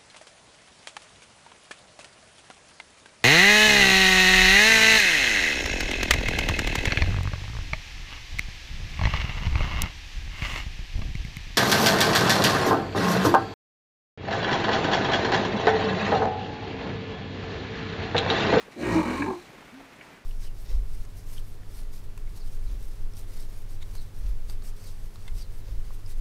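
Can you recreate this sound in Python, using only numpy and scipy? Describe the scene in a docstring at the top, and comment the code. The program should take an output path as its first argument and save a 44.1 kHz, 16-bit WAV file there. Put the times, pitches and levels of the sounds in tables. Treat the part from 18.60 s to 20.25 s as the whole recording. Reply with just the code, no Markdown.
"""Outdoors, a scuff and a soft footfall lead into one short, rough elephant roar, close by.
Its slow vocal folds drop to some 50 flaps a second and chop a turbulent rasp over a chest rumble.
A higher hoot breaks through in the middle and again at the end, where the folds catch in hard flaps.
Afterwards the herd shuffles over dry ground, a faint short hoot follows and a twig snaps.
A steady bed of rustle lies under it all."""
import sys
import numpy as np
from scipy import signal
from scipy.fft import rfft, irfft
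from scipy.io import wavfile

SR = 44100
rng = np.random.default_rng(int(sys.argv[2]) if len(sys.argv) > 2 else 0)


def pcm_store(signal):
    """Save signal as 16-bit PCM."""
    levels = np.round(np.clip(np.atleast_2d(signal), -1, 1) * 32767)
    wavfile.write(sys.argv[1], SR, levels.astype(np.int16).T)


N = 72765
T = np.arange(N) / SR
FLUTTER_HZ = 59.1  # how fast the roar's pitch and level waver

# flap rate of the vocal folds: t/s, f/Hz
FOLD_RATE = [(0.15, 165.5), (0.2, 79.32), (0.28, 59.44), (0.35, 49.33), (0.45, 39.27), (0.56, 40.64),
             (0.64, 51.77), (0.72, 43.47), (0.84, 36.5)]
def roar(jitter=0.008):
    """The lead sound: slow folds pulse chest, rasp, hiss and hoot; flaps and rings sit on top."""
    voiced = T > FOLD_RATE[0][0]
    turns = np.cumsum(curve(FOLD_RATE) * (1 + jitter * wander(FLUTTER_HZ)) * voiced) / SR
    return chest(turns, voiced) + rasp(turns) + hiss(turns) + hard_flaps() + rings() + hoot(turns)


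# envelope of the chest tone: t/s, level/dB
CHEST_LEVEL = [(.15, -67), (.172, -51), (.215, -42), (.28, -33.5), (.335, -31.5), (.38, -39.5), (.46, -42),
               (.65, -41), (.71, -52), (.76, -64), (.81, -76)]
# its harmonics, fundamental first: level/dB
CHEST_HARMONICS = [-5, 0.5, -15]
def chest(turns, voiced, shimmer_db=1):
    """The low end: a clean tone from the folds' first three harmonics."""
    tone = -sum(amp(db + shimmer_db * wander(FLUTTER_HZ)) * np.cos(2 * np.pi * k * turns)
                for k, db in enumerate(CHEST_HARMONICS, 1))
    return level(CHEST_LEVEL) * unit(tone * voiced)


# formants of throat, opening throat, mouth and bright edge: f/Hz, width/Hz, level/dB
THROAT_FORMANTS = [(159, 128, -3.5), (258, 160, -1.5), (373.4, 141, -1)]
OPENING_FORMANTS = [(460, 140, -1.5), (640, 237, 1)]
MOUTH_FORMANTS = [(686, 280, -12), (876, 220, 5), (1109, 260, 1)]
EDGE_FORMANTS = [(1583, 248, 1.5), (1904, 157, -4.5), (2292, 354, 1.5), (2894, 440, -11)]
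# envelopes of the same four bands: t/s, level/dB
THROAT_LEVEL = [(.135, -77), (.165, -42), (.225, -31), (.335, -28), (.43, -32.5), (.51, -30.5),
                (.573, -37.5), (.61, -37.5), (.725, -36), (.76, -49.5), (.83, -76)]
OPENING_LEVEL = [(.155, -59), (.2, -39.5), (.3, -34), (.39, -37), (.43, -38.5), (.51, -37.5), (.6, -47)]
MOUTH_LEVEL = [(.16, -73), (.21, -53), (.26, -36), (.37, -31), (.42, -34), (.55, -37), (.65, -46.5),
               (.69, -51), (.735, -42.5), (.765, -49), (.82, -68)]
EDGE_LEVEL = [(.18, -56), (.235, -38), (.35, -37), (.405, -38), (.425, -42.5), (.5, -37), (.61, -41.5),
              (.7, -56), (.76, -57)]
def rasp(turns):
    """The body of the roar: chopped air resonates in throat and mouth."""
    throat_flow = airflow(turns, slap_db=-5, noise_db=-10)
    rough_flow = airflow(turns, slap_db=-1, noise_db=-7)
    throat = level(THROAT_LEVEL) * steady(tract(throat_flow, THROAT_FORMANTS), 0.05)
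    opening = level(OPENING_LEVEL) * steady(tract(rough_flow, OPENING_FORMANTS), 0.04)
    mouth = level(MOUTH_LEVEL) * steady(tract(rough_flow, MOUTH_FORMANTS), 0.055)
    edge = level(EDGE_LEVEL) * steady(tract(rough_flow, EDGE_FORMANTS), 0.031)
    return throat + opening + mouth + edge


def airflow(turns, slap_db, noise_db, slaps_per_s=420, puff_cycles=0.96, leak=0.98, shimmer_db=2):
    """One rattling closure per cycle, with a puff of turbulence and irregular soft-tissue slaps."""
    closures = np.diff(np.floor(turns), prepend=np.floor(turns[0])) * amp(shimmer_db * noise())
    tissue_tail = noise() * burst(0, rise=0.0025, decay=0.012)  # the same after each closure
    rattle = signal.fftconvolve(closures, tissue_tail)[:N]
    puffs = leak + np.exp(-(turns % 1) / puff_cycles)  # air also leaks between puffs
    slaps = (rng.random(N) < slaps_per_s / SR) * amp(np.minimum(rng.exponential(1, N), 2))
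    return unit(rattle) + amp(slap_db) * unit(slaps) + amp(noise_db) * unit(puffs * noise())


def tract(flow, formants):
    """The vocal tract as parallel resonances of alternating polarity."""
    return unit(sum((-1) ** k * amp(db) * band(flow, hz, width)
                    for k, (hz, width, db) in enumerate(formants)))


# pitch line of the hoot: t/s, f/Hz
HOOT_PITCH = [(.33, 344), (.36, 321), (.405, 316.5), (.47, 247.5), (.55, 248.5), (.6, 290.5), (.655, 284),
              (.674, 386), (.715, 381), (.76, 350.5), (.82, 348)]
# its envelope: t/s, level/dB
HOOT_LEVEL = [(.328, -42), (.353, -19), (.402, -21.5), (.418, -46), (.5, -33), (.55, -29.5), (.573, -49),
              (.601, -29), (.645, -31.5), (.66, -35), (.71, -31.5), (.78, -40.5), (.83, -59)]
def hoot(turns, wobble=0.0175, chop=0.28, harmonics_db=(0, -17, -18)):
    """A second, faster oscillator cuts through the roar, shaken by the slow folds."""
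    hz = curve(HOOT_PITCH) * (1 + wobble * wander(FLUTTER_HZ))
    phase = 2 * np.pi * np.cumsum(hz) / SR
    tone = sum(amp(db) * np.sin(k * phase) for k, db in enumerate(harmonics_db, 1))
    return level(HOOT_LEVEL) * unit(tone * (1 + chop * np.cos(2 * np.pi * turns)))


# hits of the folds: t/s, throat level/dB, mouth level/dB, edge level/dB
FLAP_HITS = [(.600, -28.5, -53, -52), (.619, -36.5, -32, -29.5), (0.637, -30, -45, -40),
             (.659, -38, -35, -44.5), (.680, -29.5, -33, -47), (.701, -30, -34.5, -55)]
# formants of their bright edge: f/Hz, width/Hz, level/dB
FLAP_EDGE = [(1688, 180, -0.52), (2360, 240, -1.8)]
def hard_flaps(throat=(258, 142, 0), mouth=(915, 300, 0)):
    """Single hard flaps as the roar slows, each a puff into throat, mouth and bright edge."""
    layers = [sum(amp(db) * steady(band(noise(), hz, width), 0.012) for hz, width, db in formants)
              for formants in ([throat], [mouth], FLAP_EDGE)]
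    return sum(amp(db) * burst(start, rise=0.0037, decay=0.0043, hold=0.005) * layer
               for start, *levels in FLAP_HITS for db, layer in zip(levels, layers))


# resonances that sing out in the roar: t/s, length/s, start f/Hz, end f/Hz, level/dB
RING_CUES = [(.285, .15, 168, 174, -30.5), (.225, 0.14, 1860, 1890, -41), (.33, 0.136, 800, 925, -39.5),
             (.54, 0.127, 1085, 1055, -38), (.34, 0.11, 578, 570, -42), (.22, 0.111, 358, 380, -34.5),
             (0.657, .1, 1030, 1030, -42.5), (.66, .085, 792, 792, -40), (.66, 0.078, 885, 885, -39),
             (0.651, 0.089, 1630, 1630, -49.5), (0.326, 0.096, 2380, 2410, -42.5)]
def rings(fuzz_hz=21.4):
    """Narrow, fuzzy resonances swell, glide and fade."""
    out = np.zeros(N)
    for start, length, hz_from, hz_to, db in RING_CUES:
        progress = np.clip((T - start) / length, 0, 1)
        phase = 2 * np.pi * np.cumsum(hz_from + (hz_to - hz_from) * progress) / SR
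        fuzz = wander(fuzz_hz) * np.cos(phase) + wander(fuzz_hz) * np.sin(phase)
        swell = np.sqrt(4 * progress * (1 - progress))
        out += amp(db) * swell * steady(fuzz, 0.045)
    return out


# envelope of the breath: t/s, level/dB
HISS_LEVEL = [(.16, -65.5), (.205, -50.5), (.345, -43.5), (.43, -49), (.59, -47.5), (.67, -54), (.83, -60),
              (.87, -62)]
# its EQ: f/Hz, level/dB
HISS_EQ = [(1500, -40), (3200, -8.5), (4100, 4), (4900, -8), (6000, -5.5), (9000, -10), (11000, -19.5),
           (15500, -20.5)]
def hiss(turns, chop=0.15, flicker_db=1, climax_s=0.344):
    """Air rushes from the mouth, lightly pumped by the folds, with a bright spurt at the climax."""
    air = noise() * (1 + chop * np.sin(2 * np.pi * turns)) * amp(flicker_db * wander(230))
    spurt = unit(band(noise(), hz=5560, width=1500)) * np.exp(-((T - climax_s) / 0.044) ** 2)
    return level(HISS_LEVEL) * colour(air, HISS_EQ) + amp(-49.5) * spurt


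def faint_hoot(start=1.12, pitch_hz=271.3, scoop=0.1525, scoop_s=0.026, fade_s=0.11):
    """A soft, short call scoops up to its pitch and fades."""
    age = np.maximum(T - start, 0)
    hz = pitch_hz * (1 - scoop * np.exp(-(age / scoop_s) ** 2) + 0.018 * wander(39))
    envelope = np.minimum(age / 0.012, 1) * np.exp(-(age / fade_s) ** 2)
    return amp(-46.5) * envelope * unit(np.sin(2 * np.pi * np.cumsum(hz) / SR))


# soft steps: t/s, level/dB, f/Hz, decay/s
STEP_CUES = [(0.078, -40.5, 530, 0.0043), (.896, -47.5, 218, 0.0055), (.975, -54, 163, 0.021),
             (1.021, -48, 820, 0.0053), (1.04, -59, 200, 0.0075), (1.199, -49.5, 700, 0.019),
             (1.465, -55.5, 257, 0.028), (1.501, -53, 515, 0.018)]
def footfalls():
    """Padded feet land in dull thuds."""
    return sum(amp(db) * burst(start, 0.0047, decay) * steady(band(noise(), hz, 0.55 * hz), 0.027)
               for start, db, hz, decay in STEP_CUES)


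# foot scrapes: t/s, level/dB, decay/s
SCUFF_CUES = [(0.0, -45, 0.024), (0.112, -49, 0.024), (1.42, -54.5, 0.1)]
# EQ of the grit: f/Hz, level/dB
GRIT_EQ = [(200, -40.5), (900, 4.5), (1500, -4), (2300, 1), (3000, -8), (4200, -8), (9000, -18),
           (15500, -36)]
def scuffs(grain_db=2):
    """Feet scrape dry ground in grainy bursts."""
    grit = colour(noise() * amp(grain_db * wander(410)), GRIT_EQ)
    return grit * sum(amp(db) * burst(start, 0.007, decay) for start, db, decay in SCUFF_CUES)


def twig_snap():
    """A twig breaks underfoot with one small, dry crack."""
    crack = steady(band(noise(), hz=2080, width=800), 0.01)
    return amp(-40.5) * burst(start=1.409, rise=0.0029, decay=0.0065) * crack


# EQ of the outdoor bed: f/Hz, level/dB
RUSTLE_EQ = [(15, -52), (25, -1), (79, -10), (148, -1.5), (227, -2.5), (313, -3), (410, -5), (582, -6),
             (631, -5.5), (804, -7.5), (1270, -9), (2170, -8.5), (3630, -17.5), (15500, -34.5)]
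# its envelope: t/s, level/dB
RUSTLE_LEVEL = [(0, -49.5), (.08, -51), (.8, -50), (1.0, -49.5), (1.22, -50), (1.35, -51), (1.52, -49.5),
                (1.65, -55)]
def rustle(flicker_db=0.7):
    """The background bed: rustle of the herd and the forest edge."""
    return level(RUSTLE_LEVEL) * colour(noise() * amp(flicker_db * wander(66)), RUSTLE_EQ)


def noise():
    """White noise."""
    return rng.standard_normal(N)


def amp(db):
    """Decibels to gain."""
    return 10 ** (np.asarray(db) / 20)


def unit(x):
    """Scales to rms 1."""
    return x / np.sqrt(np.mean(x ** 2) + 1e-20)


def curve(points):
    """Joins (t/s, value) breakpoints with straight lines."""
    return np.interp(T, *np.transpose(points))


def level(points, fade_db_per_s=500):
    """Gain from a dB envelope that dies away beyond its ends."""
    outside = np.maximum(points[0][0] - T, 0) + np.maximum(T - points[-1][0], 0)
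    return amp(curve(points) - fade_db_per_s * outside)


def burst(start, rise, decay, hold=0):
    """Quick attack, optional hold and exponential decay, all in seconds."""
    return np.clip((T - start) / rise, 0, 1) * np.exp(-np.maximum(T - start - rise - hold, 0) / decay)


def colour(x, eq):
    """Applies an EQ curve and scales to rms 1."""
    hz, db = np.transpose(eq)
    f = np.fft.rfftfreq(N, 1 / SR)
    gain = amp(np.interp(np.log(f + 1), np.log(hz), db))
    return unit(irfft(rfft(x) * gain, N))


def wander(hz):
    """Smooth random drift up to a rate."""
    f = np.fft.rfftfreq(N, 1 / SR)
    return unit(irfft(rfft(noise()) * np.exp(-(f / hz) ** 2), N))


def band(x, hz, width):
    """A resonance with steep skirts."""
    middle = np.sqrt(hz ** 2 + width ** 2 / 4)
    edges = [middle - width / 2, middle + width / 2]
    return signal.sosfilt(signal.bessel(3, edges, "band", norm="mag", fs=SR, output="sos"), x)


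def steady(x, seconds):
    """A leveller: evens out swings slower than the given time."""
    power = signal.fftconvolve(x ** 2, np.hanning(int(seconds * SR)), "same") / (seconds * SR / 2)
    return x / np.sqrt(abs(power) + 1e-6)


def scene():
    """The mono mix, from lead to bed."""
    return (roar() + faint_hoot() + footfalls() + scuffs() + twig_snap() + rustle())[None]


def record(dry, low_cut_hz=30, high_cut_hz=15600):
    """The microphone's bass roll-off and the band limit."""
    thin = signal.sosfilt(signal.butter(4, low_cut_hz, "high", fs=SR, output="sos"), dry)
    lowpass = signal.firwin(511, high_cut_hz, window=("kaiser", 9), fs=SR)
    return signal.oaconvolve(thin, lowpass[None], "same")


dry = scene()
out = record(dry)
pcm_store(out)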